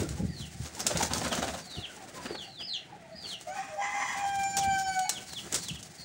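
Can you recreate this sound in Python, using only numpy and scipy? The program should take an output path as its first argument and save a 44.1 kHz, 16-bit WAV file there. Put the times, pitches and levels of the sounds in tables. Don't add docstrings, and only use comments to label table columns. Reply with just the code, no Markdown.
import sys
import numpy as np
from scipy import signal
from scipy.fft import rfft, irfft, next_fast_len
from scipy.io import wavfile
from scipy.ndimage import map_coordinates

SR = 44100
rng = np.random.default_rng(int(sys.argv[2]) if len(sys.argv) > 2 else 0)


def wrap_up_sound(samples):
    columns = np.atleast_2d(samples).T
    tamed = np.clip(columns, -1, 1)
    steps = np.round(tamed * 32767).astype(np.int16)
    wavfile.write(sys.argv[1], SR, steps)


N = 266628

# freq_hz, relative_density_db
AIR_SPECTRUM = [(15, -69), (25, -85), (65, 2), (124, 2), (183, 5.5), (267, -8.5), (348, -6.5), (452, -18.5),
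                (500, -16.5), (650, -30), (1100, -120)]
# freq_hz, relative_db
CLAP_SPECTRUM = [(150, -27), (600, -10), (1800, -11.5), (3200, -8.5), (4500, -5), (7000, 1), (9000, -3.5),
                 (10500, -15), (13000, -20.5), (15500, -13)]


def amp(db):
    return 10 ** (np.asarray(db) / 20)


def unit(x):
    return x / np.sqrt(np.mean(x ** 2) + 1e-20)


def clock():
    return np.arange(N) / SR


def along(points, hz):
    f, v = np.transpose(points)
    return np.interp(np.log(hz + 1), np.log(f + 1), v)


def curves(rows):
    s, *cols = np.transpose(rows)
    return [np.interp(clock(), s, c) for c in cols]


def during(rows, fade_s):
    t = clock()
    return np.clip(np.minimum(t - rows[0][0], rows[-1][0] - t) / fade_s, 0, 1)


def hump(s, half_s):
    return np.exp(-np.minimum(((clock() - s) / half_s) ** 2, 50))


def wobble(knots_per_s):
    knots = rng.standard_normal(int(N * knots_per_s / SR) + 4)
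    return map_coordinates(knots, [np.arange(N) * knots_per_s / SR])


def filtered(x, response):
    size = next_fast_len(N + SR // 2)
    return irfft(rfft(x, size) * response(np.fft.rfftfreq(size, 1 / SR)), size)[:N]


def noise(spectrum, grain_db=0):
    white = rng.standard_normal(N) * amp(grain_db * wobble(700))
    return unit(filtered(white, lambda hz: amp(along(spectrum, hz))))


def ring(x, spectrum, size=2048):
    cepstrum = irfft(np.log(amp(along(spectrum, np.fft.rfftfreq(size, 1 / SR)))))
    cepstrum[1:size // 2] *= 2
    cepstrum[size // 2 + 1:] = 0
    response = irfft(np.exp(rfft(cepstrum)))
    return signal.fftconvolve(x, response / np.linalg.norm(response))[:N]


def coop(x, wet_db, linger=0.9):
    # freq_hz, t60_s
    wall_decay = [(150, 0.25), (800, 0.32), (3500, 0.25), (8000, 0.23), (15000, 0.039)]
    hz, t, z = signal.stft(rng.standard_normal(SR // 2), SR, nperseg=256)
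    t60_s = linger * along(wall_decay, hz)[:, None]
    tail = signal.istft(z * amp(-60 * t / t60_s), SR, nperseg=256)[1]
    tail[:SR // 300] = 0
    echo = signal.fftconvolve(x, tail / np.linalg.norm(tail))[:N]
    return (x + amp(wet_db) * echo) / np.sqrt(1 + amp(wet_db) ** 2)


def stack(pitch_hz, tones):
    phase = 2 * np.pi * np.cumsum(pitch_hz) / SR
    return unit(sum(amp(db) * np.sin(round(k) * phase) for k, db in tones))


def yard():
    # freq_hz, relative_density_db
    yard_spectrum = [(24, -49), (40, -24), (182, -37), (321, -39), (364, -24), (443, -46), (643, 5.5),
                     (866, 3), (1030, -67), (1110, -7), (1350, -9), (2920, -8.5), (4680, -13), (6950, -25),
                     (15000, -70)]
    return amp(-62 + 1.5 * wobble(6)) * noise(yard_spectrum)


def murmur():
    # freq_hz, relative_density_db
    murmur_spectrum = [(300, -45), (520, -19), (640, -1), (780, 5), (900, -19), (1100, -26), (1450, -9),
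                       (1950, 0.5), (2600, -7.5), (4000, -52)]
    return amp(-63.5 + 4 * wobble(13)) * noise(murmur_spectrum)


def stirring():
    # time_s, bass_db, low_middle_db
    bustle = [(0.0, -43, -55), (0.15, -41.5, -50), (0.42, -47.5, -72), (0.66, -56, -56.5),
              (0.88, -48.5, -44), (1.04, -43, -50.5), (1.33, -45, -41), (1.45, -46, -46),
              (1.58, -50, -55.5), (1.85, -64.5, -54), (2.24, -54.5, -50.5), (2.63, -57.5, -61.5),
              (3.65, -57, -60), (3.94, -62, -69.5), (4.6, -47, -53.5), (5.17, -56.5, -61.5),
              (5.59, -48.5, -57.5), (6.05, -56.5, -62)]
    # time_s, treble_db
    rustle = [(0.0, -46), (0.45, -57), (0.69, -49), (1.03, -43.5), (1.35, -43), (1.6, -49), (1.8, -54.5),
              (2.27, -52.5), (2.96, -67.5), (3.17, -61), (3.43, -55), (3.85, -57), (3.99, -50), (4.71, -47),
              (5.2, -51), (5.55, -44), (5.65, -43), (5.79, -53.5), (6.05, -54)]
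    # middle_s, scuffle_db, litter_db, half_length_s
    scrapes = [(0.008, -43.5, -54, 0.041), (0.214, -61, -70, 0.028), (0.423, -63, -53.5, 0.088),
               (0.97, -39, -45, 0.032), (1.78, -59, -67, 0.052), (2.02, -54.5, -59, 0.034),
               (2.19, -52, -61, 0.05), (2.306, -44.5, -70, 0.018), (2.611, -48.5, -61, 0.015),
               (2.928, -56.5, -71, 0.043), (3.257, -53.5, -64, 0.021), (3.304, -67, -51, 0.049),
               (4.644, -76, -42, 0.018), (5.193, -53, -55, 0.038), (5.335, -45.5, -42.5, 0.0025),
               (5.465, -48, -63, 0.021), (5.546, -42, -59, 0.03)]
    # freq_hz, relative_density_db
    scuffle_spectrum = [(120, -3.5), (200, -3), (339, 2.5), (518, -2), (559, 0), (650, -2.5), (1090, -9),
                        (1400, -6.5), (2480, -12), (4000, -17), (5200, -24), (8800, -120)]
    litter_spectrum = [(1180, -8), (2000, -2.5), (2460, -7.5), (3190, -5.5), (4280, -2.5), (6830, 0),
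                       (9080, -3.5), (12100, -21.5), (13500, -13.5), (14900, -27), (15800, 0.5)]
    scuffle_offset_db, litter_offset_db = -0.5, 2
    rumble_hz, rumble_from_db, rumble_db_per_bass_db = 97, -50, 0.92

    bass_db, middle_db = curves(bustle)
    treble_db, = curves(rustle)
    scuffle = amp(middle_db + scuffle_offset_db)
    litter = amp(treble_db + litter_offset_db)
    for s, scuffle_db, litter_db, half_s in scrapes:
        swell = hump(s, half_s)
        scuffle = scuffle + amp(scuffle_db) * swell
        litter = litter + amp(litter_db) * swell

    air = noise(AIR_SPECTRUM)
    rumble = filtered(air, lambda hz: 1 / (1 + (hz / rumble_hz) ** 8))
    air = air - rumble + rumble * amp(rumble_db_per_bass_db * (bass_db - rumble_from_db))
    air = amp(bass_db + 1.4 * wobble(23)) * air

    spurts = 1.4 * np.tanh(wobble(45) / 1.4)
    scuffle = scuffle * amp(1.8 * spurts) * noise(scuffle_spectrum, grain_db=2)
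    litter = litter * amp(4.05 * spurts) * noise(litter_spectrum, grain_db=1.5)
    return air + scuffle + litter


def bumps():
    # start_s, knock_scale_db, pitch_hz, puff_db
    bump_rows = [(0.001, -16, 188, -27), (0.02, -8, 307, -43), (0.028, -14.5, 530, -55),
                 (0.105, -18, 140, -47), (0.2, -33, 123, -28.5), (0.224, -18, 116, -31),
                 (0.241, -26, 200, -27.5), (0.289, -21, 160, -33), (0.401, -16.5, 131, -43),
                 (0.547, -25, 130, -56), (0.6, -14.5, 122, -42), (0.852, -18, 274, -55),
                 (0.95, -15, 160, -44), (1.164, -21.5, 210, -46), (1.27, -21, 240, -51),
                 (1.33, -20, 230, -44), (1.385, -13, 237, -49), (1.777, -25, 124, -34.5),
                 (2.307, -13, 383, -56), (3.147, -28.5, 202, -66), (4.672, -30, 99, -36.5),
                 (4.713, -30, 112, -46), (5.708, -17.5, 159, -47), (5.994, -35, 142, -54)]
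    puff_lag_s, puff_half_s = 0.0073, 0.012
    t = np.arange(SR // 5) / SR
    out, puffs = np.zeros(N + SR), np.zeros(N)
    heave = np.sin(2 * np.pi * 78 * t) * np.exp(-t / 0.026) * (1 - np.exp(-t / 0.045))
    for s, db, hz, puff_db in bump_rows:
        cycles = hz * t
        knock = np.sin(2 * np.pi * cycles) * np.exp(-cycles / 0.85) * (1 - np.exp(-cycles))
        depth = 1 / (1 + (hz / 200) ** 4)
        out[round(s * SR):][:len(t)] += amp(db) * (knock + amp(-8) * depth * heave)
        puffs += amp(puff_db) * hump(s + puff_lag_s, puff_half_s)
    return coop(out[:N], wet_db=-7) + puffs * noise(AIR_SPECTRUM)


def claps():
    # start_s, relative_level_db, quill_spray_t60_s
    clap_rows = [(0.0315, -30, 0.032), (0.0898, -25, 0.021), (0.7497, -31, 0.022), (0.7934, -25, .04),
                 (0.8661, -10.5, 0.041), (0.972, -18, 0.028), (1.0084, -29, .03), (1.0291, -18.5, 0.014),
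                 (1.034, -16.5, 0.022), (1.1347, -11.5, 0.016), (1.1812, -20.5, 0.024),
                 (1.2481, -24, 0.014), (1.28, -24, .02), (1.351, -21, 0.027), (1.377, -30, .02),
                 (1.448, -33, .015), (1.5369, -30, .02), (1.965, -35, 0.016), (3.227, -42, 0.014),
                 (3.411, -29, 0.015), (4.355, -32, .04), (4.434, -28, .037), (4.568, -16.5, 0.051),
                 (4.9914, -22, 0.032), (5.093, -11.5, 0.034), (5.525, -17.5, 0.026), (5.543, -15.5, 0.043),
                 (5.551, -20, 0.029), (5.558, -20, 0.039), (5.6842, -23.5, 0.029), (5.828, -31.5, 0.041)]
    t = np.arange(SR // 5) / SR
    cracks = np.zeros(N + SR)
    for s, db, t60_s in clap_rows:
        bounce_s = rng.uniform(.0055, .007)
        spray = amp(-60 * t / t60_s)
        crack = 0.85 * amp(-60 * t / 0.0054)
        bounce = amp(-60 * bounce_s / t60_s) * np.exp(-((t - bounce_s) / 0.002) ** 2)
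        shape = (spray + crack + bounce) * (1 - np.exp(-t / 0.00042))
        cracks[round(s * SR):][:len(t)] += amp(db - 7) * shape * rng.standard_normal(len(t))
    return coop(ring(cracks[:N], CLAP_SPECTRUM), wet_db=-8)


def far_fowl():
    # middle_s, pitch_hz, level_db, half_length_s
    clucks = [(0.04, 1380, -52, 0.0193), (0.192, 830, -50.5, 0.034), (0.321, 1890, -54, .04),
              (0.773, 864, -44, 0.0085), (1.67, 724, -57, .035), (1.79, 716, -52, .04),
              (1.908, 1517, -50, 0.022), (1.976, 840, -49.5, 0.015), (2.029, 762, -53, 0.045),
              (2.187, 1014, -50, .04), (2.469, 790, -54, .035), (2.902, 900, -56, .02),
              (2.93, 792, -43, 0.0081), (3.02, 676, -51.5, 0.03), (3.06, 900, -58, .02),
              (3.11, 660, -50.5, 0.05), (3.15, 1890, -60.5, .025), (3.335, 688, -52.5, .04),
              (3.485, 616, -44, 0.03), (3.58, 790, -36, 0.033), (3.75, 604, -44, 0.061),
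              (4.872, 876, -46, 0.012), (5.059, 826, -36.5, 0.014)]
    # harmonic_multiple, relative_db
    cluck_tones = [(1, 13), (2, -7), (3, -8), (4, -26)]
    calls = np.zeros(N)
    quiver = 1 + 0.022 * wobble(200)
    for s, hz, level_db, half_s in clucks:
        u = np.clip((clock() - s) / half_s, -5, 5)
        calls += amp(level_db - 14 * u ** 2) * stack(hz * quiver * (1 - 0.051 * u), cluck_tones)
    return coop(calls, wet_db=-3.5, linger=0.53)


def peep(course, octave_db, waver, twin_db):
    twin_share = .925
    s, hz, db = np.transpose(course)
    span = np.arange(max(round(s[0] * SR), 0), min(round(s[-1] * SR), N))
    t = span / SR
    knots_s = np.linspace(s[0], s[-1], num=96)
    quiver, flutter = [np.interp(t, knots_s, rng.standard_normal(96)) for _ in range(2)]
    pitch_hz = np.interp(t, s, hz) * (1 + waver * quiver)
    phase = 2 * np.pi * np.cumsum(pitch_hz) / SR
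    dropped = 1 / (1 + (pitch_hz / 3700) ** 12)
    octave = amp(octave_db) * dropped * np.sin(2 * phase)
    high = np.clip((pitch_hz - 4150) / 300, 0, 1)
    twin = amp(twin_db) * high * np.sin(twin_share * phase)
    out = np.zeros(N)
    out[span] = amp(np.interp(t, s, db) + 2.8 * flutter) * (np.sin(phase) + octave + twin)
    return out


def chicks():
    # start_s, end_s, reference_pitch_hz, relative_level_db, fall_slowness_factor
    glides = [(1.294, 1.341, 4590, -39.5, 1), (1.667, 1.861, 4560, -38.5, 0.85),
              (2.417, 2.632, 4620, -42, 1.39), (3.108, 3.269, 4630, -48, 0.93),
              (4.47, 4.638, 4710, -44, 0.88), (4.997, 5.19, 4590, -42, 1.1), (5.27, 5.398, 4620, -39, 0.95),
              (5.556, 5.708, 4510, -38, 0.69), (5.617, 5.782, 4600, -48.5, 0.97),
              (5.97, 6.178, 4580, -36, 0.99)]
    # before_end_s, share_of_reference_pitch, relative_db
    glide_course = [(0, .555, -12), (.006, .6, -1.5), (.018, .705, 0), (.036, .765, -7), (.047, .83, -13),
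                    (.075, .89, -13), (.115, .985, -15), (.21, 1.03, -18)]
    # break_s, lead_length_s, rising_share_of_lead, fall_length_s,
    # top_pitch_hz, break_pitch_hz, relative_level_db
    breaks = [(0.405, .12, 0.048, 0.06, 4750, 3960, -45), (1.756, 0.15, 0.046, 0.041, 4660, 3620, -43),
              (2.376, 0.16, 0.2, 0.079, 4900, 4167, -43.5), (2.73, .145, 0.45, .046, 5056, 4036, -32),
              (3.304, .152, 0.08, 0.057, 4910, 4110, -38)]
    break_share, break_length_s, peep_end_hz = .84, 0.0093, 2660
    shelf_share, shelf_s, crest_hold_s = 1.07, .036, 0.01774
    fade_share = 0.77
    smear_from_hz = 3900

    gliding, breaking = np.zeros(N), np.zeros(N)
    for start, end, ref_hz, db, slowness in glides:
        course = [(end - slowness * before, ref_hz * share, db + swell_db)
                  for before, share, swell_db in glide_course[::-1]]
        fade_in = np.clip((clock() - start) / 0.018, 0, 1)
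        gliding += peep(course, octave_db=-21, waver=0.011, twin_db=-3) * fade_in

    for snap, lead, rising, fall, top_hz, break_hz, db in breaks:
        start, end = snap - lead, snap + fall
        crest = start + rising * lead
        dropped_hz = break_share * break_hz
        fade_hz = dropped_hz + fade_share * (peep_end_hz - dropped_hz)
        course = [(start, (1 - 0.15 * rising) * top_hz, db - 15),
                  (crest, top_hz, db - 9),
                  (crest + crest_hold_s, top_hz, db - 12.5),
                  (snap - shelf_s, shelf_share * break_hz, db - 3.5),
                  (snap, break_hz, db - 3),
                  (snap + break_length_s, dropped_hz, db),
                  (snap + fade_share * fall, fade_hz, db - 4),
                  (end, peep_end_hz, db - 12)]
        breaking += peep(course, octave_db=-14, waver=0.0123, twin_db=-18) * during(course, fade_s=0.0048)

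    top = filtered(gliding, lambda hz: 1 - 1 / (1 + (hz / smear_from_hz) ** 24))
    gliding = coop(gliding - top, wet_db=-6, linger=1) + coop(.85 * top, wet_db=3, linger=1.2)
    breaking = coop(breaking, wet_db=-2.5, linger=1)
    return amp(5) * gliding + amp(1.5) * breaking


def strokes():
    # fastest_s, air_db, relative_feather_db, half_length_s, whoop_hz, whoop_db
    flaps = [(0.667, -43.5, -37.5, 0.019, 720, -74), (0.807, -37.5, -24.5, 0.011, 760, -37.5),
             (0.87, -36, -45, 0.01, 600, -36.5), (0.914, -35, -33, .012, 630, -29),
             (0.963, -35.5, -41, 0.0086, 520, -32.5), (1.013, -30, -33, .011, 790, -24.5),
             (1.032, -28, -19, 0.0058, 650, -35), (1.053, -36, -28, 0.0062, 720, -52),
             (1.118, -36, -40, 0.016, 900, -36), (1.163, -38, -31, 0.024, 820, -38.5),
             (1.219, -33, -48, .008, 680, -30.5), (1.249, -34, -44, .011, 680, -46),
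             (1.272, -36.5, -38, 0.014, 650, -40), (1.33, -31, -30.5, 0.017, 650, -31.5),
             (1.384, -36, -32.5, 0.022, 650, -36), (1.43, -31.5, -30.5, 0.0086, 660, -36),
             (1.444, -38, -39, 0.0099, 690, -31), (1.486, -36.5, -35.5, 0.018, 680, -38),
             (1.549, -37, -40, 0.016, 680, -37), (1.595, -44, -40, 0.018, 700, -53),
             (2.261, -35, -48, 0.0096, 720, -54), (2.353, -39, -55, 0.0082, 800, -41.5),
             (4.586, -36.5, -18.5, 0.0089, 720, -39), (4.794, -64, -27, 0.014, 720, -62),
             (5.557, -38, -28, 0.0071, 900, -57), (5.636, -67, -33.5, 0.018, 720, -69)]
    # freq_hz, relative_density_db
    swish_spectrum = [(71, -37), (120, -6), (186, -37), (236, 10.5), (335, -4.5), (505, 0.5), (719, -1),
                      (1070, -4), (1410, -2), (2130, -8.5), (4000, -8.5), (5200, -17), (8800, -120)]
    feather_spectrum = [(1180, -38), (2000, -14.5), (5310, 1), (5690, 4.5), (6710, 4), (9010, -7.5),
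                        (10300, -17), (11200, -10.5), (13100, -25), (14900, -6), (15800, -18)]
    quills_per_s, quill_db = 650, -8

    t = clock()
    air, feathers, whoop = np.zeros(N), np.zeros(N), np.zeros(N)
    eddies = 1 + 0.1343 * wobble(500)
    for s, air_db, feather_db, half_s, whoop_hz, whoop_db in flaps:
        near = np.abs(t - s) < .08
        u = (t[near] - s) / half_s
        width, power = np.where(u < 0, .9, 1.05), np.where(u < 0, 2.4, 1.4)
        swell = np.exp(-np.abs(u / width) ** power)
        air[near] += amp(air_db) * swell
        feathers[near] += amp(feather_db - 8.5) * swell
        shed_hz = whoop_hz * (1 - 0.0604 * np.tanh(u)) * eddies[near]
        whoop[near] += amp(whoop_db) * swell * np.sin(2 * np.pi * np.cumsum(shed_hz) / SR)

    push = air * noise(swish_spectrum, grain_db=3)
    ticks = (rng.random(N) < quills_per_s / SR) * rng.uniform(-1.3, 1, N)
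    quills = amp(quill_db) * (feathers + air / 3) * unit(ring(ticks, CLAP_SPECTRUM))
    snapping = feathers * noise(feather_spectrum, grain_db=3.5)
    return coop(whoop + push + snapping + quills, wet_db=-10.5)


def syrinx(pitch_hz, rough, low_db, high_db, tones, nulls=()):
    # freq_hz, relative_density_db
    rasp_spectrum = [(410, -52), (700, -26), (804, -3), (905, -1), (1060, 5), (1250, 1), (1430, -10),
                     (1700, 7), (1900, 6.5), (2170, -1), (2550, -7), (2800, -29), (3330, -3), (3800, -11),
                     (4400, -22), (5000, -13), (5500, -13), (6000, 1), (6450, -19), (7100, -14),
                     (9000, -14), (11700, -56), (19800, -120)]
    swell_db, swells_per_s = 3, 20
    flicker_db, flickers_per_s = 2.4, 55

    rough = np.clip(rough, 0, 1)
    jitter = .016 * rough * wobble(300) + .011 * rough ** 2 * wobble(55) + .0012 * wobble(60)
    pitch_hz = pitch_hz * (1 + jitter)
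    shake = amp(3.17 * rough * wobble(380) - 2 * rough)
    fundamental = stack(pitch_hz, [(1, 0)])
    phase = 2 * np.pi * np.cumsum(pitch_hz) / SR
    overtones = np.zeros(N)
    for k, db in tones:
        lost_db = sum(depth_db * hump(s, half_s) for multiple, s, half_s, depth_db in nulls
                      if round(multiple) == round(k))
        drift_db = swell_db * wobble(swells_per_s) + flicker_db * wobble(flickers_per_s)
        overtones += amp(db - 3 - lost_db + drift_db) * np.sin(round(k) * phase)
    high = amp(high_db - 7 * rough) * overtones
    puffing = unit(noise(rasp_spectrum, grain_db=2.5) * (1 + .5 * fundamental))
    rasp = amp(high_db - 6.5) * rough ** 2 * puffing
    return shake * np.array([amp(low_db) * fundamental, high + rasp])


def syllable(start, clear_s, hoarse_s, hz, scoop, low_db, high_db, second_hz, second_db):
    # harmonic_multiple, relative_db
    hoarse_tones = [(2, -3), (3, -5.5), (4, -9.5), (5, -30), (6, -13.5), (7, -11.5), (8, -14), (9, -7.5),
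                    (11, -22)]
    # harmonic_multiple, relative_db
    second_tones = [(1, -1.5), (2, -1), (3, -18.5), (4, -39), (5, -19.5), (6, -13), (7, -15)]
    attack_s, release_s = 0.034, 0.25
    scoop_s, sag_hz_per_s = .055, 110
    clear_rough, broken_rough = 0.384, 1
    gives_way_db = 5
    warble_share, warbles_per_s = .007, 70

    t, snap, end = clock(), start + clear_s, start + clear_s + hoarse_s
    age = np.clip(t - start, 0, 1)
    broken = np.interp(t, [snap - .04, snap], [0, 1])
    tired = np.clip((t - snap) / (end - snap), 0, 1)
    before = np.maximum(start + attack_s / 2 - t, 0) / attack_s
    after = np.maximum(t - end, 0) / release_s
    gate = amp(-30 * (before + after))
    pitch_hz = hz * (1 - scoop * np.exp(-age / scoop_s)) - sag_hz_per_s * age
    rough = clear_rough + (broken_rough - clear_rough) * broken
    low_db = low_db - gives_way_db * broken - 6 * tired
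    high_db = high_db - 4.6 * (1 - broken) - 5 * tired
    low, high = syrinx(pitch_hz, rough, low_db, high_db, hoarse_tones)
    warble = .014 * wobble(380) + warble_share * wobble(warbles_per_s)
    second = stack(second_hz * (1 + warble), second_tones)
    second = second * amp(second_db - 2.5 - 20 * (1 - broken) - 8 * tired + 5.5 * wobble(330))
    return gate * np.array([low, high + second])


def rooster():
    # start_s, clear_length_s, hoarse_length_s, pitch_hz, scoop_share,
    # fundamental_db, overtone_db, second_voice_hz, second_voice_db (levels before roughness and tiring)
    syllables = [(3.463, 0.088, 0.15, 814, 0.17, -38, -39.5, 1237, -51),
                 (3.774, 0.054, 0.11, 841, 0.057, -29.5, -34, 1020, -33),
                 (3.931, 0.073, 0.061, 826, .03, -31, -32.5, 1009, -31),
                 (4.053, 0.011, 0.13, 835, 0.018, -40.5, -36, 986, -36)]
    # time_s, pitch_hz
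    held_pitch = [(4.16, 785), (4.24, 799), (4.45, 788), (4.6, 789), (4.8, 772), (4.881, 767), (4.95, 755),
                  (5.03, 747), (5.14, 743)]
    # time_s, fundamental_db, overtone_db
    held_level = [(4.13, -30, -40), (4.2, -35, -35.5), (4.265, -29.5, -37), (4.315, -34.5, -37.5),
                  (4.38, -29.5, -39), (4.46, -30.5, -38), (4.528, -43, -32.5), (4.584, -29.5, -39.5),
                  (4.64, -29.5, -37.5), (4.718, -26.7, -34.5), (4.774, -31, -34.5), (4.845, -34.5, -35.5),
                  (4.894, -30.5, -33.5), (4.94, -41.5, -36.5), (4.978, -27.5, -39.5), (5.03, -31, -36),
                  (5.08, -39, -41), (5.14, -48, -45)]
    # harmonic_multiple, relative_db
    held_tones = [(2, -1.5), (3, 0.5), (4, -9.5), (5, -24), (6, -8), (7, -11.5), (8, -20), (9, -7),
                  (10, -35), (11, -31), (12, -24)]
    # harmonic_multiple, middle_s, half_length_s, depth_db
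    wall_nulls = [(2, 4.52, 0.039, 9), (2, 4.625, 0.032, 14), (2, 4.83, 0.014, 6), (3, 4.285, 0.033, 14.5),
                  (3, 4.51, 0.031, 18), (3, 4.6, 0.03, 15), (3, 4.86, 0.066, 20), (3, 5.015, 0.014, 27),
                  (4, 4.52, 0.041, 22), (6, 4.35, 0.29, 20), (6, 4.83, 0.045, 10), (7, 4.68, 0.058, 21),
                  (7, 5.01, 0.091, 14), (9, 4.67, .04, 2)]
    clears_s, held_rough = 0.15, 0.049

    pitch_hz, = curves(held_pitch)
    low_db, high_db = curves(held_level)
    rough = np.interp(clock() - held_pitch[0][0], [0, clears_s], [1, held_rough])
    note = syrinx(pitch_hz, rough, low_db, high_db, held_tones, wall_nulls)
    note_low, note_high = note * during(held_level, fade_s=0.071)
    low, high = sum(syllable(*row) for row in syllables)
    echo = amp(-17) * coop(low + high + .8 * note_low + 2 * note_high, wet_db=30, linger=3.4)
    return low + note_low + note_high + coop(high, wet_db=1, linger=0.73) + echo


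def scene():
    background = yard() + murmur() + stirring()
    birds = claps() + far_fowl() + chicks() + strokes() + rooster()
    return (background + bumps() + birds)[None]


def record(dry):
    top_hz = 15750
    low_cut = signal.butter(2, 48, "highpass", fs=SR, output="sos")
    return np.array([filtered(signal.sosfilt(low_cut, x), lambda hz: hz < top_hz) for x in dry])


dry = scene()
out = record(dry)
wrap_up_sound(out)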